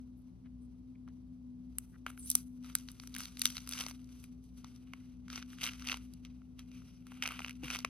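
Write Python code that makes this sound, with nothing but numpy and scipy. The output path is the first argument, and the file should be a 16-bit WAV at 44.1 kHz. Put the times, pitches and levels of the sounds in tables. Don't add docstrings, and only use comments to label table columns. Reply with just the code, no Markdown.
import sys
import numpy as np
from scipy import signal
from scipy.fft import rfft, irfft, next_fast_len
from scipy.io import wavfile
from scipy.ndimage import uniform_filter1d

SR = 44100
rng = np.random.default_rng(int(sys.argv[2]) if len(sys.argv) > 2 else 0)


def output_pcm(signal):
    pcm = np.clip(np.atleast_2d(signal).T, -1, 1) * 32767
    wavfile.write(sys.argv[1], SR, np.round(pcm).astype(np.int16))


N = 347949


def gain_of(db):
    return 10 ** (np.asarray(db) / 20)


def evened(x):
    return x / np.sqrt(np.mean(x ** 2) + 1e-20)


def read(points, hz):
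    f, value = np.transpose(points)
    return np.interp(np.log(hz + 1), np.log(f + 1), value)


def add(mix, s, sound):
    part = mix[round(s * SR):][:len(sound)]
    part += sound[:len(part)]


def resonate(x, hz, width):
    turn = np.exp(2j * np.pi * np.cumsum(hz * np.ones(len(x))) / SR)
    r = np.exp(-np.pi * width / SR)
    smooth = signal.lfilter([1 - r], [1, -r], x / turn + 1e-18)
    return 2 * (turn * smooth).real


def causal(points):
    db = np.maximum(read(points, abs(np.fft.fftfreq(4096, 1 / SR))), -60)
    log_gain = np.log(gain_of(db))
    return np.fft.ifft(np.exp(np.conj(signal.hilbert(log_gain)))).real[:2048]


def wander(fastest_hz):
    t = np.arange(0, N + 256, 256) / SR
    rates = np.geomspace(fastest_hz / 20, fastest_hz, 24)
    slow = np.sin(2 * np.pi * (rates[:, None] * t + rng.random((24, 1)))).sum(0)
    return np.interp(np.arange(N) / SR, t, evened(slow))


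def burst(noise, rise_s, fall_s):
    t = np.arange(noise.shape[-1]) / SR
    return noise * (1 - np.exp(-(t / rise_s) ** 2)) * np.exp(-t / fall_s)


# frequency in Hz, density in dB per Hz.
PEEL_COLOUR = [(240, -35.5), (400, -15), (810, -10.5), (1400, -3.5), (1750, -9.5), (2500, -2.5), (3300, -6),
               (5300, -5), (6200, -4), (7300, -8.5), (9700, -10.5), (11400, -12), (14600, -18),
               (15800, -16), (16500, -43)]
# time of the peak in seconds,
# peak level in dB, ring of the loose peel in Hz, then bass, body and treble over the middle in dB,
# to which snaps() adds one common tilt.
FIBRE_SNAPS = [(1.0787, -51.5, 1380, 23.5, 17, -4), (1.087, -58, 1030, 8, -2, -15),
               (1.7849, -23, 6040, -1, 9, 15.5), (2.0653, -27.5, 1470, 13, 17.5, -7.5),
               (2.071, -42, 1510, 8, 18, -4), (2.103, -43, 1460, 9, 12, -3.5),
               (2.1768, -45, 1550, 5, 13, -2.5), (2.3019, -16.5, 6100, -30, -26, 12.5),
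               (2.3155, -23.5, 5700, -30, -20, 6.5), (2.3531, -10.5, 6100, -1.5, -4.5, 9.5),
               (2.6457, -48, 1377, 0, 0, -15), (2.7003, -48.5, 1420, -1, 0, -12),
               (2.7531, -15.5, 1500, -9, -2, 4), (2.786, -42, 6160, -15, -12, -1),
               (2.887, -38, 4180, -3, 6.5, -16), (2.917, -43, 6420, -5, -16, 10.5),
               (2.9993, -39, 4690, -2.5, 4, -14), (3.0367, -45, 1420, 6, 8, -4),
               (3.074, -39, 5800, -1, 5, 0.5), (3.1428, -39, 4050, -23, -10, -14),
               (3.1504, -33.5, 2630, -4, 1, -2.5), (3.1643, -32, 1550, -11, 10, -2.5),
               (3.1849, -33.5, 2710, -11, -5, 11), (3.2055, -33, 1510, -5, 7, -0.5),
               (3.2348, -36.5, 4800, -21, -4, -6), (3.2555, -34, 4150, -19, 3, -7.5),
               (3.3715, -39.5, 4200, -5, 6, -10), (3.3947, -31, 6030, -23, 4, 7),
               (3.4176, -20, 4350, -20, -4, -2.5), (3.42, -25.5, 2410, -17, 7, 5.5),
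               (3.4556, -13.5, 3760, -17, 4.5, -2), (3.466, -31, 3060, -10, 0, -16),
               (3.5025, -37, 3100, -22.5, 0, 0.5), (3.5688, -29.5, 4360, -7, 2.5, -15.5),
               (3.5812, -33.5, 4000, -1, 7, -12), (3.6752, -36, 5250, 5, 7.5, -0.5),
               (3.692, -30.5, 5210, -3, -1, 7), (3.7124, -35, 2370, -8, 3, 2),
               (3.7239, -33.5, 3730, -4.5, 1, -7), (3.736, -30.5, 5400, -31, 6.5, -11),
               (3.7804, -34.5, 2930, -14, 4.5, -10), (3.811, -34, 3010, 0, -3, -25.5),
               (3.8198, -42, 5380, -9, -5.5, 8), (3.8382, -37, 2930, 2, -2, -11),
               (3.865, -32, 2240, 3.5, -4.5, -16), (3.885, -36.5, 6150, -7, 12, -3),
               (3.9113, -40, 4825, 10, 9, -8), (4.0442, -56, 5160, -12, -17, -6),
               (4.092, -57.5, 2269, -9.5, 1, -10), (4.2408, -44, 2500, -10.5, 5.5, 1),
               (4.441, -60.5, 6200, -8.5, -11, 8.5), (4.6451, -42.5, 1070, 1.3, -0.5, -16.5),
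               (4.7623, -53.5, 5430, -3, -1, -6), (4.936, -36, 2132, 11, 14.5, -9.5),
               (4.9389, -50.5, 903, 16.5, 7.5, -7), (5.2822, -45, 1580, 1, 7, -14),
               (5.302, -36.5, 1510, -9, 2.5, -20), (5.3298, -38, 1340, -5, -1, -15),
               (5.3583, -34.5, 5600, -2, 3, -16), (5.3783, -36, 2560, 8, 10, -22),
               (5.4264, -37.5, 1550, -13, 6, -20), (5.5036, -51, 3880, -9, 7, -12),
               (5.5325, -45, 1590, -8.5, 14.5, -6), (5.5862, -46, 1550, -14, 8, -18),
               (5.6174, -31, 2940, -15, 9.5, -7), (5.6347, -32, 5210, -21, 2.5, -11),
               (5.6397, -25, 3530, -27, 2, -12), (5.652, -34, 1380, -7, 0, 9),
               (5.6577, -33, 2070, -3, 5.5, -15), (5.6655, -28, 3570, -21, 10, -9),
               (5.6753, -31, 2800, -2, 12.5, -5), (5.6896, -34, 2890, 3, 21.5, -10),
               (5.6938, -31.5, 2960, -12, 12.5, -23), (5.735, -41.5, 2200, -4.5, 2, -11.5),
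               (5.797, -45, 2280, -19, 2, -9), (5.8225, -41.5, 1420, -14, 3, -18.5),
               (5.851, -41, 2150, -4.5, 9.5, -4), (5.873, -28.5, 2890, -18, -0.5, -17.5),
               (5.8881, -26.5, 2840, -9, 5.5, -15), (5.8985, -27, 2860, -14.5, 13.5, -20.5),
               (5.9197, -25, 3640, -9, 9, -24), (5.9284, -31, 2430, 12, 9.5, -20.5),
               (5.9433, -31.5, 2850, 10.5, 7.5, -20), (5.9717, -40.5, 2200, 3, 1.5, -5.5),
               (6.1374, -47.5, 4774, -18.5, -7, -1), (6.2511, -43.5, 3430, -12, 7, -10.5),
               (6.419, -59.5, 1510, 14.5, 14.5, -16.5), (6.5934, -41, 3620, -5, 7, -7.5),
               (6.7166, -55, 2370, -6, -1, -17.5), (6.82, -56.5, 1422, 5, 10, -13),
               (7.0691, -47, 1380, -1, 6, -5), (7.12, -44, 1420, 18, 14, -15),
               (7.2247, -21.5, 2600, -11, 10, -13.5), (7.2394, -37, 2550, -0.5, 3, -13),
               (7.2565, -26, 2570, 14, 21.5, -23.5), (7.2612, -26.5, 2400, -4, 6.5, -19.5),
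               (7.2763, -27.5, 2630, 2, 3.5, -7.5), (7.2894, -32, 2280, -1, 12.5, -3),
               (7.3085, -35, 1460, 16.5, 13, -7), (7.321, -37.5, 2470, 16.5, 13, 2),
               (7.3397, -45, 2800, -1, 28, -14), (7.3926, -31, 2500, 10, 11, -13.5),
               (7.4046, -36.5, 1120, 10.5, 5.5, -12.5), (7.42, -36, 2760, 0.6, 23, -5),
               (7.447, -26.5, 2680, 7, 15, -30), (7.463, -40, 2450, 9, 3, -14.5),
               (7.4826, -36, 2890, -1, 9, -13), (7.4954, -35, 2110, -6, 7, -6),
               (7.509, -36.5, 2370, -15, 12, -8), (7.6481, -37.5, 2450, -12, 17, -10),
               (7.66, -46, 2500, 0, 15, 3), (7.683, -40, 2450, 12, 12, -19),
               (7.704, -27, 2440, -6, 7.5, -13), (7.7108, -33, 2330, 5, 5.5, -8),
               (7.734, -43, 2020, 9, -2, -13.5), (7.7541, -35, 2410, 11.5, -5, -16),
               (7.76, -30, 2330, 6, 8, -7), (7.7893, -34, 4760, 4, -6, -8),
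               (7.804, -40.5, 2450, -16, 2, -13), (7.8485, -20.5, 2540, 15.5, 11.5, -11)]


def snaps():
    out, hz, colour = np.zeros(N), np.fft.rfftfreq(1024, 1 / SR), causal(PEEL_COLOUR)
    noises = rng.standard_normal((len(FIBRE_SNAPS), 1024))
    for (s, db, ring_hz, bass_db, body_db, treble_db), noise in zip(FIBRE_SNAPS, noises):
        tilt_db = read([(900, bass_db + 1.0), (1700, body_db - 3.0), (2900, body_db - 4.0),
                        (3600, 0.0051), (6500, 0.00075), (8000, treble_db + 9.5)], hz)
        ring = 1 + 1.7 / (1 + ((hz - ring_hz) / 400) ** 2)
        crack = rfft(np.roll(burst(noise, .0007, .0007), 44))
        crack /= np.sqrt(uniform_filter1d(abs(crack) ** 2, size=24))
        crack = irfft(crack * gain_of(tilt_db) * ring)
        envelope = abs(signal.hilbert(signal.oaconvolve(crack, colour)))
        envelope = np.sqrt(uniform_filter1d(envelope ** 2, size=30))
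        add(out, s - envelope.argmax() / SR, gain_of(db) * crack / envelope.max())
    return out


# time of the peak in seconds, rise in seconds,
# fall in seconds, then body, middle and treble at the peak in dB.
RIP_SWELLS = [(1.789, .025, 0.1, -72.5, -88, -65), (1.9, .15, .1, -83.5, -101, -74),
              (2.072, .012, 0.086, -54, -75, -67), (2.098, .03, .04, -65.5, -84, -59),
              (2.2, .06, .3, -79, -92, -59.5), (2.309, 0.047, .05, -71, -56, -45.5),
              (2.362, .04, 0.085, -63.5, -61.5, -48.5), (2.656, .05, 0.12, -61, -67.5, -65.5),
              (2.76, 0.018, .2, -64, -62.5, -60), (3.038, 0.099, .3, -70.5, -72, -67.5),
              (3.156, 0.043, .08, -57.5, -70, -69), (3.209, 0.064, .12, -55, -52.5, -54.5),
              (3.455, .07, 0.11, -52.5, -46.5, -47.5), (3.563, .07, .1, -57.5, -55, -57),
              (3.72, .08, .2, -58.5, -56, -56), (3.809, 0.079, 0.063, -45, -48.5, -48.5),
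              (3.898, 0.25, 0.046, -57, -61, -58), (4.237, 0.13, 0.037, -70.5, -69, -65),
              (4.438, 0.047, 0.18, -93, -78, -75), (4.593, .07, .05, -80, -75.5, -73),
              (4.651, 0.026, 0.055, -67.5, -76, -86), (4.883, .1, 0.088, -73, -90, -94),
              (4.943, 0.048, .14, -70, -85, -79), (5.129, 0.13, 0.087, -78.5, -82, -84),
              (5.366, 0.071, 0.063, -51, -53.5, -58.5), (5.426, 0.037, 0.031, -58.5, -67, -74),
              (5.642, .05, 0.09, -42.5, -43.5, -48), (5.809, 0.076, 0.09, -64.5, -67, -66),
              (5.905, .07, 0.076, -43, -47.5, -51), (6.045, .1, .05, -78, -76, -70),
              (6.258, .025, 0.094, -69.5, -70.5, -85), (6.589, 0.016, 0.072, -69, -71, -76),
              (7.118, .05, 0.33, -68, -79, -72.5), (7.228, .012, 0.1, -45, -52, -53.5),
              (7.297, 0.12, .12, -51.5, -65, -64), (7.49, .25, 0.05, -58, -68, -71),
              (7.643, 0.023, .1, -51.5, -55.5, -56.5), (7.74, 0.045, 0.056, -43.5, -47, -50),
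              (7.855, 0.023, 0.34, -64, -75, -85)]
# time in seconds, level of the body in dB.
FINGER_RUSTLE = [(0, -79), (.07, -94.5), (1.68, -95), (1.74, -84), (1.92, -90.5), (2.0, -91), (2.55, -89),
                 (2.7, -78.5), (3.65, -71.5), (3.96, -76.5), (4.2, -79.5), (4.3, -86.5), (4.41, -89.5),
                 (4.68, -78), (5.03, -85), (5.24, -91), (5.5, -71.5), (6.05, -80), (6.14, -83), (6.45, -92),
                 (6.77, -75.5), (7.06, -82), (7.45, -65), (7.6, -80.5), (7.89, -73)]
RUSTLE_MIDDLE_DB, RUSTLE_TREBLE_DB = -1, -1
RIP_EDGE_DB = 20
RIP_ROUND = 1.015


def pull_db():
    t = np.arange(0, N + 64, 64) / SR
    over_body_db = np.array([[0], [RUSTLE_MIDDLE_DB], [RUSTLE_TREBLE_DB]])
    power = gain_of(2 * (np.interp(t, *np.transpose(FINGER_RUSTLE)) + over_body_db))
    for s, rise_s, fall_s, *peak_db in RIP_SWELLS:
        away = np.maximum((s - t) / rise_s, (t - s) / fall_s)
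        power = power + gain_of(2 * (np.array(peak_db)[:, None] - RIP_EDGE_DB * away ** RIP_ROUND))
    return [np.interp(np.arange(N) / SR, t, 10 * np.log10(band)) for band in power]


FLAP_HZ, FLAP_WIDTH_HZ = 2720, 800
FLAP_FROM_S, FLAP_FULL_S, FLAP_RING = 3.7, 7.0, 1


def tearing():
    bands_db = pull_db()
    pull = np.clip((np.maximum(bands_db[0], bands_db[1]) + 84) / 35, 0, 1)
    per_s = 200 + 1000 * pull
    happens = rng.random(N) < per_s / SR
    size = gain_of(3.98 * np.minimum(rng.exponential(1, N), 4)) * happens

    kind = rng.integers(0, 16, N)
    shapes = burst(rng.standard_normal((16, 200)), .0003, .0006)
    rings_hz = np.geomspace(1200, 11000, 16)
    shapes = [shape + resonate(shape, hz, hz / 4) for shape, hz in zip(shapes, rings_hz)]
    cracks = sum(signal.oaconvolve(size * (kind == k), shape)[:N] for k, shape in enumerate(shapes))
    cracks = evened(cracks / np.sqrt(per_s))

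    grainy = np.clip(.3 + .7 * pull, 0, .95)
    hiss = rng.standard_normal(N) * gain_of(3.97 * wander(40))
    drive = grainy * cracks + np.sqrt(1 - grainy ** 2) * hiss
    drive = signal.oaconvolve(drive, causal(PEEL_COLOUR))[:N]

    below_3300, below_7200 = [signal.sosfiltfilt(signal.butter(3, hz, fs=SR, output="sos"), drive)
                              for hz in (3300, 7200)]
    loose = np.clip((np.arange(N) / SR - FLAP_FROM_S) / (FLAP_FULL_S - FLAP_FROM_S), 0, 1)
    body = below_3300 + FLAP_RING * loose * resonate(below_3300, FLAP_HZ, FLAP_WIDTH_HZ)
    bands = body, below_7200 - below_3300, drive - below_7200
    return sum(gain_of(db) * evened(band) for db, band in zip(bands_db, bands))


# start in seconds, length in seconds,
# level in dB before flutter and fading, centre in Hz, width in Hz.
RIND_RUBS = [(0.151, 0.094, -85, 11000, 4000), (0.435, 0.058, -77, 1660, 1820),
             (0.6, 0.077, -82, 8900, 2000), (0.949, 0.013, -80, 2230, 794), (1.066, 0.05, -74, 1500, 1300),
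             (1.92, 0.052, -71, 1560, 746), (6.686, 0.15, -73, 2565, 600.4), (6.725, .33, -80.5, 5500, 896)]


def rubs():
    out, flutter = np.zeros(N), gain_of(4.2 * wander(200))
    for s, length_s, db, hz, width in RIND_RUBS:
        noise = rng.standard_normal(SR // 2)[:int(length_s * SR)]
        scrape = evened(resonate(resonate(noise, hz, width), hz, width))
        scrape = scrape * flutter[round(s * SR):][:len(noise)]
        fade = signal.windows.tukey(len(noise), .6) * np.linspace(1.3, .6, len(noise))
        add(out, s, gain_of(db) * scrape * fade)
    return out


# time in seconds, level in dB before the sputter,
# whistle in Hz.
OIL_SPRAY = [(2.18, -64, 11700), (2.192, -50.5, 10000), (2.202, -51, 9100), (2.218, -51.5, 8900),
             (2.235, -55.5, 7860), (2.248, -56, 8800), (2.263, -51, 9600), (2.275, -58.5, 10500),
             (2.297, -50.5, 10800)]


def spray():
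    s, level_db, hz = np.transpose(OIL_SPRAY)
    t = np.arange(s[0], s[-1], 1 / SR)
    noise, pitch = rng.standard_normal(len(t)), np.interp(t, s, hz)
    whistle = evened(resonate(resonate(noise, pitch, 900), pitch, 900))
    jet = whistle + 0.28 * evened(resonate(noise, pitch, 2500))
    sputter_db = 5.0 * wander(151)[:len(t)]
    jet *= gain_of(np.interp(t, s, level_db) + sputter_db) * signal.windows.tukey(len(t), .1)
    out = np.zeros(N)
    add(out, s[0], jet)
    return out


# start in seconds, peak level in dB.
PALM_KNOCK = (7.63, -36.5)
# frequency in Hz, relative level in dB, decay time in seconds.
FRUIT_MODES = [(143, 0, .022), (291, 9, 0.0082), (495, -5, 0.014), (800, 2, 0.0034)]


def thump():
    out, t = np.zeros(N), np.arange(6000) / SR
    ring = sum(gain_of(db) * np.sin(2 * np.pi * hz * t) * np.exp(-t / decay_s) * (1 - np.exp(-t * hz / 1.5))
               for hz, db, decay_s in FRUIT_MODES)
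    landing = burst(1 + rng.standard_normal(1500), .0004, .0006)
    knock = signal.oaconvolve(ring, landing)
    start_s, peak_db = PALM_KNOCK
    add(out, start_s, gain_of(peak_db) * knock / abs(knock).max())
    return out


def reflections(x, t60, first):
    at = np.arange(first, first + 7920, 20) + rng.integers(0, 20, (2, 396))
    taps = np.zeros((2, 8100))
    np.put_along_axis(taps, at, rng.choice([-1., 1.], at.shape) * gain_of(-60 * at / SR / t60), 1)
    taps /= np.linalg.norm(taps, axis=1)[:, None]
    return signal.oaconvolve(x[None], taps, axes=1)[:, :N]


# frequency in Hz, level in dB.
HAND_SCATTER = [(500, -4.5), (4300, -9), (5500, -1), (6500, 3.5), (7300, -15), (9000, -13.5),
                (11000, -22.5), (13000, -10.5)]


def hand_scatter(near):
    return reflections(signal.oaconvolve(near, causal(HAND_SCATTER))[:N], .008, 4)


def room_echo(near):
    dulled = signal.sosfilt(signal.butter(1, 5000, fs=SR, output="sos"), near)
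    return gain_of(-19) * reflections(dulled, .09, 80)


# time in seconds, slow level in dB rms before a quicker waver.
MAIN_HUM_LEVEL = [(0.0, -49), (0.09, -51.5), (0.17, -59), (0.26, -51.5), (0.37, -67), (0.46, -53),
                  (1.03, -53.5), (1.67, -51.5), (1.71, -56.5), (2.31, -51.5), (2.9, -52), (2.94, -58),
                  (3.18, -50), (3.29, -62), (3.47, -49.5), (3.56, -56), (3.73, -50.5), (4.57, -56.5),
                  (5.51, -50.5), (6.53, -56), (6.77, -49), (6.85, -59), (7.16, -51.5), (7.25, -56.5),
                  (7.71, -51), (7.89, -52.5)]
MAIN_HUM_HZ = 250.4
# frequency in Hz, middle level in dB rms, waver in dB.
HUM_LINES = [(59.48, -60.5, 2.5), (118.4, -65, 0.5)]


def hum():
    t = np.arange(N) / SR
    weaker = sum(np.sqrt(2) * gain_of(db + waver_db * wander(7.1)) * np.sin(2 * np.pi * f * t + .5 * wander(4.4))
                 for f, db, waver_db in HUM_LINES)
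    main_db = np.interp(t, *np.transpose(MAIN_HUM_LEVEL)) + 1.7 * wander(13)
    main = np.sqrt(2) * gain_of(main_db) * np.sin(2 * np.pi * MAIN_HUM_HZ * t + 1.1 * wander(2.5))
    return weaker + main


# frequency in Hz, width in Hz, level in dB rms.
ROOM_RESONANCES = [(173, 26, -64), (185.5, 12, -68.5)]


def rumble():
    noise = rng.standard_normal(N)
    return sum(gain_of(db) * evened(resonate(resonate(noise, f, width), f, width))
               for f, width, db in ROOM_RESONANCES)


# frequency in Hz, relative level in dB.
AIR_COLOUR = [(20, -44.5), (35, -26.5), (55, -8.5), (100, -9), (195, -17.5), (250, -9.5), (300, -20),
              (363, -23.5), (530, -33), (1190, -40.5), (1650, -51), (4870, -50.5), (7300, -55),
              (9570, -56.5), (16000, -69)]
# frequency in Hz, likeness from 0 to 1.
PORT_LIKENESS = [(60, 0.93), (150, 0.69), (380, 0.18), (1200, 0.046), (2400, 0.38), (3500, .4), (5700, .15),
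                 (7500, 1), (13000, 0.5)]
AIR_DB = -60.5


def air():
    frames, hz = N // 512 + 5, np.fft.rfftfreq(2048, 1 / SR)
    a, b, c, d = rng.standard_normal((frames, 1025, 4)).T
    same = np.clip(read(PORT_LIKENESS, hz), -1, 1)[:, None]
    left = a + 1j * b
    right = same * left + np.sqrt(1 - same ** 2) * (c + 1j * d)
    spectra = np.array([left, right]) * gain_of(read(AIR_COLOUR, hz))[:, None]
    return gain_of(AIR_DB) * evened(signal.istft(spectra, nperseg=2048, noverlap=1536)[1][:, :N])


def scene():
    near = signal.oaconvolve(snaps(), causal(PEEL_COLOUR))[:N] + tearing() + rubs() + spray()
    background = hum() + rumble() + air()
    return near + hand_scatter(near) + room_echo(near) + thump() + background


# frequency in Hz, left over right in dB.
LEFT_OVER_RIGHT = [(60, 1.8), (200, 3.5), (600, 3.5), (1700, .3), (2900, 2), (4500, 0), (5900, 2.5),
                   (7500, 0), (15000, 0)]
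# frequency in Hz, lead of right over left in radians.
RIGHT_LEAD = [(600, 0.4), (1700, 0), (2750, -0.9), (4500, -0.86), (5500, -1.25), (6300, -4), (7300, -2.5),
              (7900, -2.5), (9000, -1.77), (10000, -1), (11000, 0), (12050, 1.1), (13100, 1.9),
              (14400, 3.1), (16200, 3.5)]
EDGE_HZ = 16850


def record(dry):
    size = next_fast_len(N)
    hz = np.fft.rfftfreq(size, 1 / SR)
    half = np.array([[.5], [-.5]])
    ports = gain_of(read(LEFT_OVER_RIGHT, hz) * half) * np.exp(-1j * read(RIGHT_LEAD, hz) * half)
    heard = irfft(rfft(dry, size) * ports, size)[:, :N]
    band_limit = signal.firwin(511, EDGE_HZ, window=("kaiser", 9), fs=SR)
    return signal.oaconvolve(heard, band_limit[None], "same")


dry = scene()
out = record(dry)
output_pcm(out)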